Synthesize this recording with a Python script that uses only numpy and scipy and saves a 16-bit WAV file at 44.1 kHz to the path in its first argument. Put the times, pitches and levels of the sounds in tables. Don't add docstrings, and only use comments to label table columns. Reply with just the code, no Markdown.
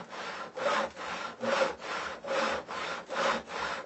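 import sys
import numpy as np
from scipy import signal
from scipy.io import wavfile
from scipy.ndimage import uniform_filter1d

SR = 44100
rng = np.random.default_rng(int(sys.argv[2]) if len(sys.argv) > 2 else 0)


def voltage_ratio(level):
    return 10 ** (np.asarray(level, float) / 20)


def wav_out(sig):
    wavfile.write(sys.argv[1], SR, np.round(np.clip(np.atleast_2d(sig).T, -1, 1) * 32767).astype(np.int16))


N = 169785

# pitch_hz, level_db per Hz
HUSH_COLOUR = [(15, -37), (25, -14), (265, -9), (371, -10), (559, -3), (950, -11.5), (1430, -7.5),
               (2430, -19.5), (7920, -31), (10300, -69.5), (17400, -120)]
# pitch_hz, t60_s
ROOM_DECAY = [(150, .35), (600, .2), (2000, .2), (7000, .15)]
# centre_s, length_s,
# pitch_hz, level_db
LOW_SWELLS = [(.01, 0.045, 176, -44.5), (0.208, .06, 183, -48.5), (0.457, .05, 179, -53),
              (0.616, .07, 126, -56.5), (0.802, .08, 225, -40.5), (0.886, .09, 74, -56.5),
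              (1.083, 0.058, 70, -58), (1.133, .1, 180.5, -50.5), (1.456, 0.076, 122, -51),
              (1.453, .06, 228, -39), (1.59, 0.094, 75.1, -65), (1.728, 0.082, 73.3, -55),
              (2.074, 0.058, 74.1, -54.5), (2.081, 0.094, 185, -50), (2.209, 0.16, 60, -61.5),
              (2.46, 0.076, 225, -41.5), (2.55, .1, 74, -52), (2.633, .07, 131.4, -61),
              (3.33, 0.055, 60, -52), (3.338, 0.072, 228, -40), (3.396, 0.074, 72, -56.5),
              (3.631, 0.11, 64.8, -52)]
# centre_s, length_s, pitch_hz, level_db
LOW_GRABS = [(0.582, .035, 530, -34.5), (0.631, .04, 546.7, -31.5), (0.67, .032, 554.3, -22),
             (0.735, .022, 556, -26), (0.777, 0.027, 550, -33), (0.813, .035, 552, -28.5),
             (0.84, .02, 546.4, -26.5), (1.44, .02, 525, -29.5), (1.485, .033, 555.2, -25.5),
             (1.533, .026, 554.3, -22), (1.577, .03, 552, -31.5), (1.619, .03, 544.5, -20.5),
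             (1.656, .022, 520.4, -30), (1.7, .025, 500, -32), (2.254, .025, 550, -35),
             (2.28, 0.024, 551, -33.5), (2.315, .033, 550, -28), (2.345, .03, 554.6, -29.5),
             (2.384, .033, 550, -26), (2.421, .03, 549.5, -27), (2.473, 0.024, 550, -28),
             (2.501, .03, 551, -33), (2.528, .018, 544, -30.5), (2.553, 0.022, 549, -29.5),
             (2.581, .018, 537, -32.5), (2.604, 0.027, 539.4, -40), (3.13, .055, 540, -35),
             (3.187, .022, 555, -33), (3.209, .025, 555, -26.5), (3.259, .03, 550, -24.5),
             (3.289, .03, 549, -29.5), (3.356, .033, 540, -30.5), (2.122, .036, 517.3, -41.5),
             (3.592, 0.046, 529, -40), (3.792, .04, 545, -42)]
# centre_s, length_s, pitch_hz, level_db
HIGH_GRABS = [(0.212, 0.019, 1365, -38), (0.278, 0.026, 1370, -37), (0.412, 0.032, 1358, -37.5),
              (0.66, 0.019, 1400, -34.5), (0.705, 0.048, 1254, -29.5), (0.778, .045, 1030, -29.5),
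              (0.809, 0.024, 1400, -34), (1.12, 0.029, 1256, -43), (1.213, 0.017, 1372, -35.5),
              (1.25, 0.028, 1366, -35), (1.504, .02, 1457, -35.5), (1.568, 0.024, 1452, -33),
              (1.6, 0.035, 840, -34), (1.611, 0.024, 1400, -31.5), (1.935, 0.025, 1390, -36),
              (1.975, 0.029, 1340, -37), (2.063, 0.023, 1429, -35), (2.364, 0.022, 1257, -34.5),
              (2.436, .03, 1030, -33.5), (2.46, .025, 1240, -38), (2.502, .025, 830, -34.5),
              (2.522, .03, 1455, -33.5), (2.816, 0.022, 1258, -35), (2.912, 0.044, 1365, -37.5),
              (3.196, 0.028, 1470, -37.5), (3.236, 0.038, 1227, -32), (3.294, 0.028, 1030, -28.5),
              (3.548, 0.022, 1377, -42), (3.605, 0.024, 1370, -36), (3.627, .025, 950, -35),
              (3.652, 0.034, 1400, -34), (3.659, 0.027, 1030, -35), (3.709, .04, 1030, -39),
              (3.742, 0.031, 1366, -37)]
# start_s, length_s, level_db
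BLADE_CATCHES = [(0.044, .009, -48.5), (0.088, 0.013, -55.5), (0.546, 0.014, -55.5), (0.568, 0.017, -48),
                 (0.905, 0.014, -44.5), (0.966, 0.021, -47), (1.409, 0.0071, -46.5), (1.435, 0.01, -47),
                 (1.8, 0.013, -50.5), (1.822, .02, -47.5), (2.231, .012, -50), (2.685, 0.0096, -48.5),
                 (3.065, 0.016, -51), (3.103, .015, -41), (3.475, 0.022, -53.5), (3.492, 0.045, -48.5)]
# pitch_hz, level_db
CATCH_COLOUR = [(100, -14.5), (500, -0.5), (1500, 0), (4000, -6), (8000, -9)]
# start_s, level_db
LOUD_TEETH = [(.737, -21.5), (.751, -22.5), (.85, -27), (.974, -35), (1.006, -31.5), (1.031, -32),
              (1.541, -22), (1.597, -23.5), (2.281, -32), (2.33, -25.5), (2.422, -25), (2.461, -20.5),
              (2.523, -24.5), (2.776, -29.5), (3.191, -29), (3.24, -26), (3.296, -22), (3.345, -22.5),
              (3.56, -28.5), (3.63, -27.5)]
# start_s, length_s, top_speed_place 0-1, tearing_db, extra_ring_db
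PUSHES = [
    (-.33, 0.4, 0.65, -36, 6.5),
    (.515, 0.39, 0.56, -29.5, 3),
    (1.365, 0.4, 0.54, -29, 5),
    (2.21, 0.44, 0.5, -29.5, 4),
    (3.06, 0.38, 0.53, -28, 5),
]
# start_s, length_s, top_speed_place 0-1, tearing_db, extra_ring_db
PULLS = [
    (.075, .44, 0.43, -37, 0.016),
    (.945, 0.42, 0.46, -35.5, 0),
    (1.785, 0.42, 0.41, -34.5, 0.032),
    (2.665, 0.38, 0.5, -33.5, 0.0074),
    (3.462, 0.39, 0.49, -33.5, 0.0058),
]
# pitch_hz, level_db per Hz
PUSH_COLOUR = [(35, -60), (60, -45), (136, -28.5), (222, -18.5), (393, -8), (545, -10), (629, -10.5),
               (1230, -3.5), (7920, -28), (10300, -73), (17400, -120)]
PULL_COLOUR = [(35, -55.5), (60, -17), (139, -24), (177, -13), (289, -12), (545, -6), (1180, -4),
               (1500, -2.5), (7920, -25.5), (10300, -61.5), (17400, -120)]
# pitch_hz, power
PUSH_POWER = [(100, 0.4), (500, 0.68), (1200, 1.8), (3000, 3.08), (7000, 2.9)]
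PULL_POWER = [(100, 0.29), (500, 0.25), (1200, 0.98), (3000, 1.68), (7000, 1.45)]
# pitch_hz, width_hz, push_db, pull_db
SHELL_MODES = [(172.7, 46, 12, 7), (228, 20, 9.5, 4), (464, 82, 0.5, 7), (557, 37, 5, 9), (840, 95, 7.5, 4),
               (1030, 32, 1, 8), (1237, 30, -2, 1.5), (1355, 70, 0.5, 4), (1464, 70, 3, -1),
               (2583, 47, 4.5, 2.5), (378, 100, -3.5, -1.5), (3658, 250, 4.5, 2.5), (4360, 73, 1, 4),
               (5430, 450, 4.5, 4.5)]
# pitch_hz, step_db
THINNING_STEP = [(300, -12), (1500, -3), (2500, 4), (4000, 8.5), (8000, 9.5)]

HUSH_DB = -57
ROOM_DB, EARLY_DB = -11, -19
GRAB_WOBBLE, ROCK_WOBBLE = 12., 4.
TICK_HZ, TICK_S = 1095, .0006
SNAPS_PER_S, SNAP_SPREAD_DB = 2500, 2.5
SMEAR = .66
BITE_DB, BITE_S = .9, .012
RING_HZ, RING_SPREAD_HZ = 462, 70
PATCH_DB = 1.5
LOW_CUT_HZ, TOP_HZ = 54, 8020
STEP_WANDER_DB = 2.2
QUIET_DB, QUIET_FINER_DB = -12, -5


def evened(x):
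    return x / np.sqrt(np.mean(x ** 2) + 1e-20)


def read(points, hz):
    f, value = np.transpose(points)
    return np.interp(np.log(hz + 1), np.log(f + 1), value)


def patches(shape, tall, long):
    field = uniform_filter1d(rng.standard_normal(shape), tall, axis=0)
    return evened(uniform_filter1d(field, long, axis=1))


def colour(x, db_of_hz):
    hz = np.abs(np.fft.fftfreq(16384, 1 / SR))
    log_gain = np.log(voltage_ratio(db_of_hz(hz)))
    taps = np.fft.ifft(np.exp(np.conj(signal.hilbert(log_gain)))).real[:6000]
    return signal.oaconvolve(x, taps)[:len(x)]


def hush():
    noise = colour(rng.standard_normal(N), lambda hz: read(HUSH_COLOUR, hz))
    return voltage_ratio(HUSH_DB) * evened(noise)


def room(x):
    taps = np.zeros(SR // 2)
    at = np.arange(400, len(taps) - 20, 20)
    taps[at + rng.integers(0, 20, len(at))] = rng.choice([-1., 1.], len(at))
    hz, t, z = signal.stft(taps, SR, nperseg=256)
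    decay = voltage_ratio(-60 * t / read(ROOM_DECAY, hz)[:, None])
    tail = signal.istft(z * decay, SR, nperseg=256)[1]
    tail = voltage_ratio(ROOM_DB) * tail / np.linalg.norm(tail)
    early = np.zeros(len(tail))
    early[rng.integers(40, 900, 7)] = voltage_ratio(EARLY_DB) * rng.uniform(-0.92, 1, 7)
    return x + signal.fftconvolve(x, tail + early)[:N]


def swell(centre, length, hz, db, wobble):
    near = slice(max(int((centre - 2 * length) * SR), 0), int((centre + 2 * length) * SR))
    t = (np.arange(N) / SR)[near]
    drift = wobble * np.cumsum(uniform_filter1d(rng.standard_normal(len(t)), size=150)) / np.sqrt(SR)
    envelope = np.exp(-np.abs(2 * (t - centre) / length) ** 2.6)
    out = np.zeros(N)
    out[near] = voltage_ratio(db) * envelope * np.sin(2 * np.pi * hz * t + drift)
    return out


def low_swells():
    return sum(swell(*row, wobble=ROCK_WOBBLE) for row in LOW_SWELLS)


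def shell_grabs():
    return sum(swell(*row, wobble=GRAB_WOBBLE) for row in LOW_GRABS + HIGH_GRABS)


def snaps():
    size = voltage_ratio(SNAP_SPREAD_DB * np.minimum(rng.exponential(1, N), 5)) * rng.choice([-1., 1.], N)
    size *= rng.random(N) < SNAPS_PER_S / SR
    t = np.arange(N) / SR
    rates = np.geomspace(.15, 1.5, 24) / BITE_S
    bite = evened(sum(np.sin(2 * np.pi * (rate * t + rng.random())) for rate in rates))
    tearing = (1 - SMEAR) * evened(size) + SMEAR * rng.standard_normal(N)
    return tearing * voltage_ratio(BITE_DB * bite)


def blade_catches():
    t = np.arange(N) / SR
    envelope = sum(voltage_ratio(db) * (t >= s) * np.exp(-np.abs(t - s) / length) for s, length, db in BLADE_CATCHES)
    return envelope * evened(colour(snaps(), lambda hz: read(CATCH_COLOUR, hz)))


def loud_teeth():
    train, t = np.zeros(N), np.arange(300) / SR
    at, db = np.transpose(LOUD_TEETH)
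    train[(at * SR).astype(int)] = voltage_ratio(db) * rng.choice([-1., 1.], len(at))
    tick = np.exp(-t / TICK_S) * np.sin(2 * np.pi * TICK_HZ * t + .5)
    tears = signal.oaconvolve(train, tick)[:N]
    return signal.sosfilt(signal.butter(2, TICK_HZ / 4, "high", fs=SR, output="sos"), tears)


def strokes(rows, fibre, power, mode_column, bite_s, release_s, held):
    hz, t, z = signal.stft(snaps(), SR, nperseg=256, noverlap=192)
    gain = np.zeros(z.shape)
    for start, length, top, level_db, ring_db in rows:
        u = np.clip((t - start) / length, 0, 1)
        arch = np.sin(np.pi * u ** (np.log(.5) / np.log(top))).clip(0)
        grip = np.clip(np.minimum(u * length / bite_s, (1 - u) * length / release_s), 0, 1)
        speed = (held + (1 - held) * arch) * grip
        ring_lift_db = ring_db * np.exp(-((hz - RING_HZ) / RING_SPREAD_HZ) ** 2)
        gain += voltage_ratio(level_db + ring_lift_db)[:, None] * speed ** read(power, hz)[:, None]
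    z = z * gain * voltage_ratio(PATCH_DB * patches(z.shape, tall=3, long=20))
    tearing = signal.istft(z, SR, nperseg=256, noverlap=192)[1][:N]

    def tone_db(f):
        modes = sum(m[mode_column] / (1 + (2 * (f - m[0]) / m[1]) ** 2) for m in SHELL_MODES)
        return read(fibre, f) + modes

    band = np.linspace(0, SR / 2, 4000)
    return colour(tearing, tone_db) / np.sqrt(np.mean(voltage_ratio(tone_db(band)) ** 2))


def scene():
    push = strokes(PUSHES, PUSH_COLOUR, PUSH_POWER, mode_column=2, bite_s=.08, release_s=.06, held=.27)
    pull = strokes(PULLS, PULL_COLOUR, PULL_POWER, mode_column=3, bite_s=.047, release_s=.07, held=.3)
    sources = push + pull + blade_catches() + loud_teeth() + shell_grabs() + low_swells()
    return (room(sources) + hush())[None]


def thinned(x, size=2048):
    bins = np.arange(int(2 * size * TOP_HZ / SR)) + .5
    n = np.arange(2 * size) + .5
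    window = np.sin(np.pi * n / (2 * size))
    basis = window * np.cos(np.pi / size * np.outer(bins, n + size / 2)) * np.sqrt(2 / size)
    blocks = np.pad(x, (size, 2 * size - N % size)).reshape(-1, size)
    c = basis @ np.hstack([blocks[:-1], blocks[1:]]).T
    level = np.sqrt(uniform_filter1d(c ** 2, size=61, axis=0) + 1e-16)
    step_db = read(THINNING_STEP, bins * SR / (2 * size))[:, None]
    step = level * voltage_ratio(step_db + STEP_WANDER_DB * patches(c.shape, tall=8, long=2))
    quiet = (c ** 2).mean(0) < voltage_ratio(QUIET_DB) ** 2 * (c ** 2).mean()
    step = step * voltage_ratio(QUIET_FINER_DB * quiet)
    back = (basis.T @ (np.round(c / step) * step)).T
    return (back[1:, :size] + back[:-1, size:]).ravel()[:N]


def roll_off(x):
    return signal.sosfilt(signal.butter(12, 8070, fs=SR, output="sos"), x)


def record(dry):
    low_cut = signal.butter(2, LOW_CUT_HZ, "high", fs=SR, output="sos")
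    mix = thinned(signal.sosfilt(low_cut, dry[0]))[None]
    return roll_off(mix)


dry = scene()
out = record(dry)
wav_out(out)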